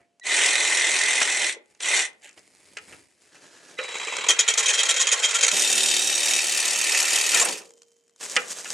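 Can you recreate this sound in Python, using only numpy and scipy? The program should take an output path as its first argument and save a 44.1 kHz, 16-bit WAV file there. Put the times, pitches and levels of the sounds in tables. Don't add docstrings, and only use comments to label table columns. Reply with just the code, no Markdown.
import sys
import numpy as np
from scipy import signal
from scipy.fft import rfft, irfft, next_fast_len
from scipy.io import wavfile
from scipy.ndimage import uniform_filter1d, map_coordinates

SR = 44100
rng = np.random.default_rng(int(sys.argv[2]) if len(sys.argv) > 2 else 0)


def wrap_up_sound(samples):
    columns = np.atleast_2d(samples).T
    tamed = np.clip(columns, -1, 1)
    steps = np.round(tamed * 32767).astype(np.int16)
    wavfile.write(sys.argv[1], SR, steps)


N = 384993

# [trigger t/s, release t/s, peak of one pull t/s, coasting time constant/s,
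# lift-off time to -60 dB/s]
RUN_FIRST = (0.22, 1.4714, 0.8945, 0.11, 0.13)
RUN_SHORT = (1.783, 2.005, 1.9417, 0.11, 0.13)
RUN_LAST = (5.485, 7.442, 6.4958, 0.17, 0.3)
# [t/s, f/Hz]
CRANK_FIRST = [(0.53, 42.35), (0.77, 41.08), (1.0, 41.98), (1.24, 41.59), (1.47, 42.23)]
CRANK_SHORT = [(1.85, 36.3), (2.03, 40.1)]
CRANK_LAST = [(5.75, 37.88), (5.93, 37.45), (6.12, 37.82), (6.49, 37.97), (6.68, 37.48), (6.86, 37.33),
              (7.05, 37.95), (7.23, 37.81), (7.42, 36.7)]
# [t/s, level/dB]
PRESS_FIRST = [(0.28, -21), (0.446, -19), (0.526, -21), (1.21, -22), (1.22, -15.5), (1.24, -24),
               (1.46, -23)]
PRESS_SHORT = [(1.87, -21.5), (1.944, -18.5), (2.02, -20.5)]
PRESS_LAST = [(5.55, -17.5), (5.66, -20.5), (5.82, -20.5), (6.14, -23), (6.32, -20), (6.42, -23),
              (6.87, -22.5), (6.95, -19.5), (7.08, -22), (7.17, -19.5), (7.23, -23), (7.32, -21.5),
              (7.355, -16.5), (7.425, -20), (7.44, -25)]
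# [f/Hz, level/dB]
TEETH_FIRST = [(1710, -47.5), (2900, 2), (3630, 3.5), (5010, -6.5), (5920, 4.5), (6430, -0.5), (7200, 3),
               (8250, 0.5), (9130, -1), (9860, -10.5), (10600, -11), (11600, -31), (12000, -44.5),
               (15600, -64), (22000, -120)]
TEETH_SLOW = [(120, -65), (200, -64.5), (445, -18), (694, -11), (1360, -11), (1540, -11), (1850, -3.5),
              (2500, 3), (2780, -5), (3200, -2), (4910, -5.5), (6750, 6.5), (10900, -14.5), (12800, -45.5),
              (14000, -90.5)]
TEETH_LAST = [(1710, -54.5), (2900, 0.5), (3420, -3), (3720, 0.5), (4060, -4.5), (4420, 1), (4880, -1.5),
              (5490, 1.5), (7060, 3), (9060, -1), (11200, -15), (12400, -13.5), (14000, -49.5)]
# [f/Hz, width/Hz, level/dB]
WALL_FIRST = [(1540, 330, -10.5), (1848, 100, -2), (1910, 190, -3), (2020, 36, 0.5), (2062, 130, 2.5),
              (2230, 180, -4), (2480, 174, -0.5), (2700, 98, -5.5), (2940, 170, -15)]
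WALL_LAST = [(1394, 210, -6.5), (1885, 340, 1.5), (2207, 100, 4), (2375, 67, 6.5), (2580, 220, 5),
             (3020, 100, 4), (3200, 160, -4), (3740, 350, 3)]
WALL_THIN = [(1370, 260, -9), (1835, 167, -1), (2024, 140, -2), (2330, 250, -1.5), (2518, 120, 3.5),
             (2690, 110, 3), (3030, 270, -6), (3320, 100, -9.5), (3800, 45, -5.5)]
# [f/Hz, level/dB]
SHUDDER = [(76, -62), (130, -52), (172, -44.5), (215, -19.5), (312, -4.5), (372, -0.5), (442, -3), (506, 1),
           (695, -0.5), (765, 1.5), (1000, 0), (1300, -3), (1690, -7), (2860, -120)]
# [f/Hz, width/Hz, level/dB]
SHUDDER_DIP = [(1065, 450, -5.5)]
# [multiple of crank rate, mean relative level/dB]
HUM = [(6, 1.5), (7, -12), (8, -1), (10, 5), (11, -4.5), (12, -3), (13, 0), (14, -3.5), (20, 5.5)]
# [t/s, level/dB]
HUM_LEVEL = [(2.1, -16), (5.5, -6.5), (5.65, -6), (6.06, -6.5), (6.16, -17), (6.47, -7.5), (6.61, -14),
             (6.8, -8), (7.0, -28.5), (7.19, -11), (7.42, -16)]
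# [start t/s, end t/s, f/Hz, width/Hz, level/dB]
SINGING = [(5.52, 6.02, 3625, 90, -35), (5.9, 6.42, 3770, 55, -34.5), (5.55, 6.1, 3186, 70, -38),
           (5.55, 6.45, 2655, 130, -37), (5.7, 6.45, 5650, 180, -36), (5.6, 5.95, 6950, 130, -32)]
# [start t/s, end t/s, f/Hz, width/Hz, level/dB]
SQUEALS = [(7.402, 7.413, 6900, 500, -24), (7.412, 7.427, 7300, 450, -17.5), (7.448, 7.46, 8800, 1500, -23)]
# [start t/s, rise/s, length/s, relative level/dB, blade ring level/dB]
BITES = [(4.285, 0.0025, .033, -15, -21.5), (4.389, 0.0035, .012, -14, -29.5),
         (4.399, 0.0025, 0.017, -17, -27.5), (4.477, 0.0094, 0.018, -13.5, -25),
         (4.497, .004, .018, -19, -28), (4.537, 0.0018, .008, -19.5, -41.5),
         (4.573, 0.0048, .037, -16.5, -34.5), (4.627, .004, 0.026, -24.5, -32.5),
         (4.657, 0.0024, .015, -18, -28.5), (4.68, .004, 0.036, -18.5, -28),
         (4.73, 0.0051, .032, -20.5, -31.5), (4.774, .022, .04, -17, -25), (4.832, .002, 0.0087, -18, -35),
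         (4.853, 0.0045, 0.02, -20, -34), (4.886, 0.0066, .034, -15.5, -28.5),
         (4.94, .003, 0.014, -24, -41), (4.962, .005, .025, -21.5, -30), (4.994, 0.016, 0.037, -15.5, -28),
         (5.069, 0.0024, 0.012, -17, -28.5), (5.084, 0.0027, .012, -23.5, -34.5),
         (5.113, .012, 0.03, -15, -29.5), (5.173, .003, .009, -25.5, -41), (5.191, .002, .014, -23, -37.5),
         (5.222, 0.025, 0.042, -17, -26), (5.28, .005, .036, -28, -42), (5.338, 0.015, 0.034, -15, -35),
         (5.308, 0.0034, .016, -25, -41.5), (5.385, .004, 0.013, -22, -39.5),
         (5.409, .002, 0.0095, -16.5, -36.5), (5.425, .012, .028, -14.5, -40),
         (5.465, .003, 0.0065, -14, -40.5), (5.479, .004, .012, -12, -41),
         (5.511, 0.0048, .013, -16.5, -44)]
# [f/Hz, width/Hz, level/dB]
BLADE = [(470, 99, 14.5), (1370, 70, 13.5), (1865, 41, 10.5), (2550, 45, 5), (3210, 170, 6.5),
         (3775, 90, 10), (5750, 110, 3), (6400, 270, -2), (6860, 190, 1)]
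# [f/Hz, width/Hz, relative level/dB]
BLADE_RING = [(2500, 120, -7), (3216, 160, 2), (3770, 130, -8.5)]
# [start t/s, end t/s, level/dB, growth/(dB/s)]
CHATTER = [(3.784, 4.286, -39.5, 11.5), (4.287, 4.567, -35, 6), (4.574, 5.513, -30, -2)]
# [f/Hz, level/dB]
CHATTER_COLOUR = [(71, -57), (120, -50), (292, -15), (459, 0.5), (670, -7.5), (997, -3.5), (1690, -1.5),
                  (2160, 4.5), (2980, -1.5), (3220, -5.5), (3540, -6), (4040, -2), (4520, -8.5),
                  (7400, -6.5), (11000, -24.5), (14300, -71.5), (22000, -120)]
# [start t/s, end t/s, f/Hz, relative level/dB]
WHINE = [(0.215, 0.269, 1936, -46.5), (0.217, 0.271, 3960, -54), (3.777, 3.831, 2030, -40),
         (3.78, 4.3, 3900, -41.5), (4.306, 4.5, 3880, -50), (3.8, 4.297, 7940, -66),
         (3.92, 4.258, 7340, -49.5)]
# [t/s, relative level/dB]
SKIPS = [(3.843, -27.5), (3.889, -26.5), (3.917, -28), (3.942, -28.5), (3.953, -23.5), (3.998, -24),
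         (4.013, -28.5), (4.03, -26), (4.07, -23.5), (4.082, -26), (4.101, -35), (4.123, -21.5),
         (4.137, -29), (4.15, -28), (4.166, -28), (4.184, -22), (4.195, -33), (4.21, -23), (4.241, -21),
         (4.266, -22.5)]
# [f/Hz, level/dB]
SKIP_COLOUR = [(30, -90.5), (90, -56), (160, -15.5), (300, -10), (480, 2), (670, -8.5), (1000, 6),
               (1650, -10.5), (2160, 8.5), (2600, 4), (2950, -2.5), (3220, 7.5), (3600, -6.5),
               (4500, -16.5), (7400, -1), (11000, -31), (13000, -73.5)]
# [loudest t/s, level/dB, t60/s]
RUN_DOWNS = [(1.57, -50.5, 0.3), (2.099, -65, 0.58), (7.502, -41, 0.52)]
# [f/Hz, level/dB]
MOTOR_COLOUR = [(50, -69.5), (120, -35.5), (220, -14.5), (400, 0.5), (540, 1.5), (700, -15.5), (900, -14),
                (1500, -31.5), (4000, -59)]
# [t/s, relative level/dB, ring level re that/dB]
KNOCKS = [(1.216, -1.5, -18), (1.749, -43.5, -14), (1.806, -15.5, -26), (2.13, -38, -22), (2.277, -33, -16),
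          (2.293, -38, -10), (2.377, -32.5, -25), (2.77, -14, -16), (2.785, -23, -16), (2.925, -31, -6),
          (3.355, -37, -7), (3.787, -19.5, 3.5), (7.336, -7, -12.5), (7.356, -11, -12), (7.378, -12.5, -10),
          (7.413, -16.5, -13), (7.452, -16.5, -6.5), (8.208, -37.5, -5), (8.365, 4, -13.5),
          (8.653, -28.5, 0)]
# [f/Hz, mean relative level/dB, t60/s]
PIPE = [(440, -17, .16), (495, -15, .26), (822, -12, .13), (1290, -4, .11), (1420, -4, .13),
        (1620, -5, .08), (1810, -1, .075), (1990, -1, .065), (2200, -2, .06), (2450, 2, .07),
        (2660, 2, .07), (2850, 2, .06), (3050, -1, .05), (3270, -5, .05), (4150, -12, .04)]
# [f/Hz, level/dB]
CRACK = [(100, -66.5), (200, -25.5), (500, -9.5), (800, -14.5), (1300, -11), (2000, 2), (2900, -1.5),
         (3300, -8), (4000, -12.5), (6100, -9), (8500, -13.5), (11300, -40.5), (13000, -79)]
# [t/s, bass level/dB, muffler shell level/dB]
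KICKS = [(4.29, -57, -28), (5.527, -46, -31.5), (7.355, -56.5, -35.5), (7.423, -60, -39.5),
         (7.454, -52, -28), (7.483, -50.5, -39), (7.601, -66.5, -45)]
# [f/Hz, level/dB]
KICK_COLOUR = [(25, -13), (60, -18), (110, -18.5), (160, 4), (260, 3.5), (500, -30), (1500, -91.5)]
# [start t/s, f/Hz, level/dB, t60/s]
LINGER = [(0, 691, -65.5, 0.94), (1.52, 840, -67.5, 1.4), (8.366, 1180, -44, 0.54)]
# [f/Hz, relative level/dB, t60/s]
AFTER_RING = [(467, -53, 2), (3100, -68, 2.8)]
# [f/Hz, level/dB]
CRUMBS_COLOUR = [(100, -50), (1000, -18), (4000, -12), (7000, 0), (12000, -22)]
# [t/s, relative level/dB]
TICKS = [(0.197, -25), (1.658, -36), (1.749, -33), (1.804, -12), (2.132, -39), (2.22, -32), (2.234, -33),
         (2.262, -29.5), (2.292, -24), (2.311, -31), (2.329, -33), (2.392, -26), (3.219, -35), (3.838, -14),
         (3.984, -10), (4.049, -8), (4.105, -17), (4.167, -5), (4.582, -7), (4.662, -9.5), (5.058, -11),
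         (7.676, -37), (7.693, -30), (7.706, -25), (7.779, -35), (7.819, -23), (7.831, -29), (7.883, -41),
         (7.917, -37), (7.966, -37.5), (8.079, -38), (8.095, -37), (8.161, -30), (8.206, -24), (8.229, -8),
         (8.234, -14), (8.257, -12), (8.262, -12), (8.297, -8), (8.314, -12), (8.357, -2), (8.513, -16),
         (8.585, -13), (8.645, -15), (8.703, -0.5)]
# [f/Hz, level/dB]
TICK_COLOUR = [(100, -35), (250, -21.5), (600, -6.5), (2300, -3.5), (4000, -5.5), (7000, 3.5), (9500, -5.5),
               (12500, -37), (14000, -65)]
# [full strength t/s, 20 dB rise/s, hold/s, 20 dB fall/s, hiss level/dB, body level/dB]
WITHDRAW = [(2.245, 0.028, .032, 0.051, -52, -49)]
SHIFT = [(3.355, 0.15, 0.416, .02, -57, -56.5)]
SLEEVE_AND_HISS = [(0.004, .01, .004, 0.059, -73, -60), (1.68, 0.087, 0.13, 0.045, -72.5, -73),
                   (2.377, 0.013, 0.006, 0.028, -55, -51.5), (2.819, 0.88, 0.11, 0.29, -56.5, -59),
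                   (2.9, 0.036, 0.048, 0.06, -61, -56), (3.22, 0.089, .08, .1, -65.5, -70)]
SLIDE = [(8.208, .008, 0.14, 0.14, -41.5, -46), (8.232, 0.04, 0.0098, 0.044, -40, -52),
         (8.315, 0.046, .005, 0.0095, -34, -59), (8.39, 0.052, 0.0064, .17, -45, -45),
         (8.512, 0.056, .01, 0.039, -36, -50), (8.565, 0.024, .17, .1, -38.5, -47)]
# [f/Hz, level/dB]
WITHDRAW_COLOUR = [(120, -53), (200, -26), (838, -15), (1170, -40), (1320, -28), (1630, -12), (3000, -6.5),
                   (5330, -15), (7310, -4), (11700, -23), (13000, -45)]
SHIFT_COLOUR = [(35, -56), (60, -36), (156, -8.5), (215, -12.5), (310, -2.5), (437, -7), (536, -6),
                (1040, -13.5), (1640, -5.5), (1970, -11.5), (6900, -5), (10900, -16), (12500, -34),
                (14000, -60.5)]
SLEEVE_AND_HISS_COLOUR = [(40, -31), (70, 0), (130, -2), (215, 0), (320, 6), (500, 1), (700, -0.5),
                          (1000, -5), (1500, -5), (2200, 3), (3100, -8.5), (4000, -10), (5000, -6),
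                          (5700, -9.5), (7300, -6), (9700, -8.5), (12500, -26.5), (14000, -48)]
SLIDE_COLOUR = [(59, -64), (100, -40), (154, -6), (346, -1), (481, 4.5), (895, -1), (1850, 1.5),
                (4130, -7.5), (6930, -0.5), (8010, -2), (14000, -27)]
# [f/Hz, level/dB]
BACKGROUND = [(25, -41), (110, -24.5), (230, -11), (420, -12.5), (600, -16), (780, -20.5), (1200, -25.5),
              (2200, -24.5), (3100, -23), (3500, -29), (7000, -28.5), (10000, -34), (14000, -57)]
# [f/Hz, level/dB]
WIDTH = [(150, 0), (300, -19), (500, -15.5), (1000, -9.5), (2500, -19), (4500, -11), (6500, -14.5),
         (8500, -4), (12000, -3)]
# [f/Hz, t60/s]
GARAGE = [(200, 0.58), (1000, 0.34), (4000, 0.21), (10000, 0.064)]

SPIN_UP_S, BITE_POWER = .028, 4.26
PULL_SHARE = .62
CATCH_SHARE, EASE_POWER = .15, 1.6
THIN_S, THINNING_S, THIN_WALL_DB, THIN_SHUDDER_DB = 6.15, 0.74, 3, -2
BREAK_S, BREAKING_S, BREAK_SHUDDER_DB, BREAK_WALL_DB = 7.395, 0.023, 9, -1
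BITE_EASE_DB, LET_GO_S = 5.5, 0.006
CRUMBS_DB, CRUMBS_FALL_DB_PER_S = -59, 32
TOP_HZ = 14100


def amp(db):
    return 10 ** (np.asarray(db) / 20)


def unit(x):
    return x / np.sqrt(np.mean(x ** 2) + 1e-20)


def noise():
    return rng.standard_normal(N)


def clock():
    return np.arange(N) / SR


def since(start_s):
    return np.maximum(clock() - start_s, 0)


def over_time(points):
    return np.interp(clock(), *np.transpose(points))


def along(points, hz):
    f, value = np.transpose(points)
    return np.interp(np.log(hz + 1), np.log(f + 1), value)


def wobble(rate_hz):
    knots = rng.standard_normal(int(N * rate_hz / SR) + 4)
    return map_coordinates(knots, [np.arange(N) * rate_hz / SR])


def gate(start_s, end_s, edge_s):
    t = clock()
    return np.clip(np.minimum(t - start_s, end_s - t) / edge_s + .5, 0, 1)


def add(track, s, sound):
    part = track[round(s * SR):][:len(sound)]
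    part += sound[:len(part)]


def filtered(x, response):
    m = next_fast_len(N + SR // 2)
    return irfft(rfft(x, m) * response(np.fft.rfftfreq(m, 1 / SR)), m)[..., :N]


def coloured(x, spectrum):
    return filtered(x, lambda hz: amp(along(spectrum, hz)))


def high_pass(x, corner_hz, order):
    return filtered(x, lambda hz: 1 / (1 + (corner_hz / (hz + 1)) ** order))


def low_pass(x, corner_hz, order):
    return filtered(x, lambda hz: 1 / (1 + (hz / corner_hz) ** order))


def resonances(modes, hz):
    return np.sqrt(sum(amp(db) ** 2 / (1 + (1.87 * (hz - c) / w) ** 2) ** 2 for c, w, db in modes))


def bumps_db(modes, hz):
    return sum(db / (1 + (2 * (hz - c) / w) ** 2) for c, w, db in modes)


def grit(rate_hz, depth_db):
    return unit(noise() * amp(depth_db * wobble(rate_hz)))


def ringing(x, t60_s, share):
    t = np.arange(SR // 8) / SR
    tails = rng.standard_normal((2, len(t))) * amp(-60 * t / t60_s)
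    a, b = signal.fftconvolve(x[None], tails / np.linalg.norm(tails[0]), axes=1)[:, :N]
    drift = 2 * wobble(25)
    return np.sqrt(1 - share) * x + np.sqrt(share) * (np.cos(drift) * a + np.sin(drift) * b)


def restless(x, depth_db):
    z = signal.stft(x, nperseg=512)[2]
    field = uniform_filter1d(rng.standard_normal(z.shape), size=7, axis=0)
    field = uniform_filter1d(field, size=4, axis=1)
    gain = unit(amp(depth_db * unit(field)))
    return signal.istft(z * gain, nperseg=512)[1][:N]


def bite(turns, push_db, drag, scatter_db, ripple):
    cycle, phase = np.divmod(turns, 1)
    pushing = phase > PULL_SHARE
    progress = np.where(pushing, (phase - PULL_SHARE) / (1 - PULL_SHARE), phase / PULL_SHARE)
    stroke = (2 * (cycle - cycle.min()) + pushing).astype(int)
    stroke_db = scatter_db * rng.standard_normal(stroke.max() + 1)
    force = amp(stroke_db[stroke] + push_db * pushing)
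    catch = np.minimum(progress / CATCH_SHARE, 1)
    ease = np.abs(np.cos(np.pi * progress / 2)) ** EASE_POWER
    gear = np.cos(2 * np.pi * 6 * turns)
    return unit((drag + force * catch * ease) * (1 + ripple * gear))


def steady(x, running):
    return x / np.std(x[running])


def thinning():
    return np.minimum(since(THIN_S) / THINNING_S, 1)


def breaking():
    return np.minimum(since(BREAK_S) / BREAKING_S, 1)


def scraped_wall(scrape, wall_modes, running):
    whole = steady(filtered(scrape, lambda hz: resonances(wall_modes, hz)), running)
    thinned = steady(filtered(scrape, lambda hz: resonances(WALL_THIN, hz)), running)
    thin = thinning()
    return ((1 - thin) * whole + amp(THIN_WALL_DB) * thin * thinned) * amp(BREAK_WALL_DB * breaking())


def shaken_body(turns, trigger, release, ripple, running):
    shaking = grit(720, depth_db=0.5) * bite(turns, push_db=-1, drag=4.0, scatter_db=2.5, ripple=ripple)
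    shudder = steady(coloured(shaking, SHUDDER), running)
    dipped = filtered(shudder, lambda hz: amp(bumps_db(SHUDDER_DIP, hz)))
    shudder = shudder + (dipped - shudder) * gate(RUN_LAST[0], THIN_S + THINNING_S / 2, edge_s=0.22)
    slip = turns + 0.028 * wobble(30)
    hum = sum(amp(db + 3 * wobble(24)) * np.sin(2 * np.pi * order * slip) for order, db in HUM)
    hum_gain = amp(over_time(HUM_LEVEL)) * gate(trigger, release, edge_s=0.027)
    return (shudder + hum_gain * steady(hum, running)) / np.hypot(1, hum_gain)


def fast_run(run, rates, press, teeth_colour, wall_modes, teeth_db, wall_db, shudder_db,
             push_db, wall_push_db, drag, wall_drag, ripple, lead):
    trigger, release, pull_s, coast_s, lift_s = run
    spun_up = 1 - np.exp(-since(trigger) / SPIN_UP_S)
    speed = spun_up * np.exp(-since(release) / coast_s)
    turns = np.cumsum(over_time(rates) * speed) / SR
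    turns = turns - np.interp(pull_s, clock(), turns) + lead
    running = gate(trigger + SPIN_UP_S, release, edge_s=.01) > .5
    press_db = over_time(press)
    force = spun_up ** BITE_POWER * amp(press_db - 60 * (since(release) / lift_s) ** 2)

    teeth = grit(1200, depth_db=1.5) * bite(turns, push_db, drag, scatter_db=1.0, ripple=ripple)
    teeth = coloured(ringing(teeth, t60_s=0.069, share=0.1), teeth_colour)
    teeth = steady(restless(teeth, depth_db=1.5), running)
    scrape = grit(830, depth_db=1.5) * bite(turns, wall_push_db, wall_drag, scatter_db=2.0, ripple=ripple)
    wall = scraped_wall(restless(scrape, depth_db=1.5), wall_modes, running)
    body = shaken_body(turns, trigger, release, ripple, running)

    shaking_db = shudder_db + 1.1 * (press_db - press_db[running].mean())
    shaking_db = shaking_db + THIN_SHUDDER_DB * thinning() + BREAK_SHUDDER_DB * breaking()
    shaking = speed ** 3 * spun_up * amp(shaking_db)
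    return force * (amp(teeth_db) * teeth + amp(wall_db) * wall) + shaking * body


def fast_runs():
    saw = fast_run(RUN_FIRST, CRANK_FIRST, PRESS_FIRST, TEETH_FIRST, WALL_FIRST,
                   teeth_db=-3.0, wall_db=-3.5, shudder_db=-37.0, push_db=-11, wall_push_db=-4.0,
                   drag=0.9, wall_drag=1.4, ripple=0.061, lead=.17)
    saw += fast_run(RUN_SHORT, CRANK_SHORT, PRESS_SHORT, TEETH_FIRST, WALL_FIRST,
                    teeth_db=-3.5, wall_db=-5.0, shudder_db=-37.0, push_db=-11.0, wall_push_db=-7.0,
                    drag=1.0, wall_drag=1.4, ripple=0.18, lead=0.14)
    saw += fast_run(RUN_LAST, CRANK_LAST, PRESS_LAST, TEETH_LAST, WALL_LAST,
                    teeth_db=-2.06, wall_db=-9.5, shudder_db=-37.5, push_db=-7.0, wall_push_db=-0.5,
                    drag=0.5, wall_drag=1.1, ripple=0.068, lead=0.122)
    return high_pass(saw, 150, order=6)


def stroke_drive(saw):
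    def power(size):
        return np.abs(uniform_filter1d(saw ** 2, size=size)) + 1e-12
    return np.sqrt(power(220) / power(4400))


def singing(notes, edge_s):
    track = np.zeros(N)
    for start, end, centre, width, db in notes:
        band = unit(filtered(noise(), lambda hz: resonances([(centre, width, 0)], hz)))
        track += band * amp(db) * gate(start, end, edge_s)
    return track


def bite_forces(ring_t60_s=0.089):
    force, ring, t = np.zeros(N), np.zeros(N), np.arange(SR // 6) / SR
    for s, rise, length, db, ring_db in BITES:
        dig = np.minimum(t / rise, 1) ** 0.77
        let_go = np.clip((length - t) / LET_GO_S + .5, 0, 1)
        add(force, s, dig * amp(db + 1.5 - BITE_EASE_DB * t / length) * let_go)
        add(ring, s, dig * amp(ring_db - 60 * np.maximum(t - length, 0) / ring_t60_s))
    return force, ring


def slow_rasp():
    def blade(hz):
        return amp(along(TEETH_SLOW, hz) + bumps_db(BLADE, hz))
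    teeth = grit(600, depth_db=2.0)
    force, ring_force = bite_forces()
    rasp = ringing(filtered(teeth * force, blade), t60_s=0.098, share=0.23)
    rasp = rasp / np.std(filtered(teeth, blade))
    ring = unit(filtered(noise(), lambda hz: resonances(BLADE_RING, hz))) * ring_force
    return restless(rasp + ring, depth_db=1.9)


def chatter():
    rattles = np.cumsum(46 * amp(3.0 * wobble(30))) / SR
    hits = grit(930, depth_db=1.0) * amp(-10 * (rattles % 1))
    clatter = unit(coloured(ringing(hits, t60_s=.045, share=0.44), CHATTER_COLOUR))
    level = np.zeros(N)
    for start, end, db, growth in CHATTER:
        level += gate(start, end, edge_s=0.023) * amp(db + growth * np.minimum(since(start), end - start))
    return clatter * level


def whine():
    tones = np.zeros(N)
    for start, end, hz, db in WHINE:
        tones += amp(db + 1) * gate(start, end, edge_s=0.011) * np.sin(2 * np.pi * hz * clock())
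    return tones * amp(0.6 * wobble(31))


def jolt():
    t = since(3.788)
    envelope = amp(-27 - 60 * t / .22) * np.minimum(t / .003, 1)
    return envelope * np.sin(2 * np.pi * 511 * t + .8 * wobble(150))


def crawl():
    return high_pass(slow_rasp() + chatter(), 300, order=6) + jolt() + whine()


def skips(attack_s=0.0013, t60_s=0.066):
    shape, t = np.zeros(N), np.arange(SR // 8) / SR
    for s, db in SKIPS:
        add(shape, s, np.minimum(t / attack_s, 1) * amp(db - 2.5 - 60 * t / t60_s))
    teeth = grit(960, depth_db=0.0)
    return coloured(shape * teeth, SKIP_COLOUR) / np.std(coloured(teeth, SKIP_COLOUR))


def run_downs(whirr_hz=70, slowing_s=0.072, rise_s=0.067):
    track, t = np.zeros(N), np.arange(SR // 2) / SR
    beats = whirr_hz * slowing_s * (1 - np.exp(-t / slowing_s))
    whirr = 1 + 0.38 * np.cos(2 * np.pi * beats)
    for s, db, t60 in RUN_DOWNS:
        shape = np.minimum(t / rise_s, 1) * amp(db - 60 * np.maximum(t - rise_s, 0) / t60)
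        add(track, s - rise_s, shape * whirr)
    return track * unit(coloured(noise(), MOTOR_COLOUR))


def knocks(looseness=0.05, crack_t60_s=0.03):
    t = np.arange(SR // 2) / SR
    cracks, rings = np.zeros(N), np.zeros(N)
    mode_hz, mode_db, t60 = np.transpose(PIPE)[:, :, None]
    decay = amp(mode_db - 60 * t / t60) * (1 - np.exp(-t / 0.0038))
    for s, db, ring_db in KNOCKS:
        blur = looseness * np.sqrt(mode_hz / 1000) * np.cumsum(rng.standard_normal(decay.shape), axis=1)
        strength = amp(rng.normal(0, 1.9, mode_hz.shape))
        ring = np.sum(strength * decay * np.sin(2 * np.pi * mode_hz * t + blur), axis=0)
        add(rings, s, amp(db + ring_db) * ring / np.abs(ring).max())
        add(cracks, s, amp(db - 2.0) * rng.standard_normal(len(t)) * amp(-60 * t / crack_t60_s))
    return high_pass(coloured(cracks, CRACK) + low_pass(rings, 5000, order=4), 130, order=4)


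def kicks(rise_s=0.0059, bass_t60_s=0.27, shell_t60_s=0.17):
    bass = unit(coloured(noise(), KICK_COLOUR))
    shell = unit(coloured(noise(), SHUDDER))
    track = np.zeros(N)
    for s, bass_db, shell_db in KICKS:
        t = since(s)
        thud = bass * amp(bass_db - 60 * t / bass_t60_s) + shell * amp(shell_db - 60 * t / shell_t60_s)
        track += np.minimum(t / rise_s, 1) * thud
    return track


def lingering():
    track = np.zeros(N)
    for s, hz, db, t60 in LINGER:
        envelope = np.minimum(since(s) / 0.003, 1) * amp(db - 60 * since(s) / t60)
        track += envelope * np.sin(2 * np.pi * hz * clock() + .5 * wobble(60))
    return track


def freed_pipe(start_s=7.6):
    t = since(start_s)
    ring = sum(amp(db - 4.0 - 60 * t / t60) * np.sin(2 * np.pi * hz * t) for hz, db, t60 in AFTER_RING)
    crumbs = unit(coloured(grit(640, depth_db=6.5), CRUMBS_COLOUR))
    crumbs *= amp(CRUMBS_DB - CRUMBS_FALL_DB_PER_S * t) * gate(start_s, 8.2, edge_s=.02)
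    return ring + crumbs


def ticks(attack_s=0.0011, t60_s=0.011):
    t, track = np.arange(SR // 10) / SR, np.zeros(N)
    for s, db in TICKS:
        shape = np.minimum(t / attack_s, 1) * amp(-60 * t / t60_s)
        add(track, s, amp(db - 8.0) * rng.standard_normal(len(t)) * shape)
    return coloured(track, TICK_COLOUR)


def rub(rubs, colour, grain_db, uneven_db):
    grains = coloured(grit(580, depth_db=grain_db), colour)
    dull = low_pass(grains, 2900, order=8)
    hiss, body, track = unit(grains - dull), unit(dull), np.zeros(N)
    for s, rise, hold, fall, hiss_db, body_db in rubs:
        shape = amp(-20 * (np.maximum(s - clock(), 0) / rise + since(s + hold) / fall))
        track += shape * (amp(hiss_db) * hiss + amp(body_db) * body)
    return track * amp(uneven_db * wobble(35))


def handling():
    track = rub(SLEEVE_AND_HISS, SLEEVE_AND_HISS_COLOUR, grain_db=3.0, uneven_db=1.5)
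    track += rub(SLIDE, SLIDE_COLOUR, grain_db=2.6, uneven_db=2.0)
    track += rub(WITHDRAW, WITHDRAW_COLOUR, grain_db=4, uneven_db=5.0)
    return track + rub(SHIFT, SHIFT_COLOUR, grain_db=2.0, uneven_db=2.0)


def background():
    return amp(-75.5) * unit(coloured(noise(), BACKGROUND))


def garage(x):
    hz, t, z = signal.stft(rng.standard_normal((2, SR // 2)), SR, nperseg=256)
    tail = signal.istft(z * amp(-60 * t / along(GARAGE, hz)[:, None]), SR, nperseg=256)[1]
    return signal.fftconvolve(x[None], tail / np.linalg.norm(tail[0]), axes=1)[:, :N]


def scene():
    saw = fast_runs()
    mid = saw + stroke_drive(saw) * singing(SINGING, edge_s=0.2) + singing(SQUEALS, edge_s=.004)
    mid += crawl() + skips() + run_downs()
    mid += knocks() + kicks() + lingering() + freed_pipe() + ticks()
    mid += handling() + background()
    side = coloured(ringing(mid, t60_s=0.012, share=1.0), WIDTH)
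    balance = amp([[-.35], [.35]])
    return np.array([mid + side, mid - side]) * balance + amp(-13.5) * garage(mid)


def record(dry):
    rounded = dry / (1 + np.abs(dry / .85) ** 8) ** (1 / 8)
    return filtered(rounded, lambda hz: hz < TOP_HZ)


dry = scene()
out = record(dry)
wrap_up_sound(out)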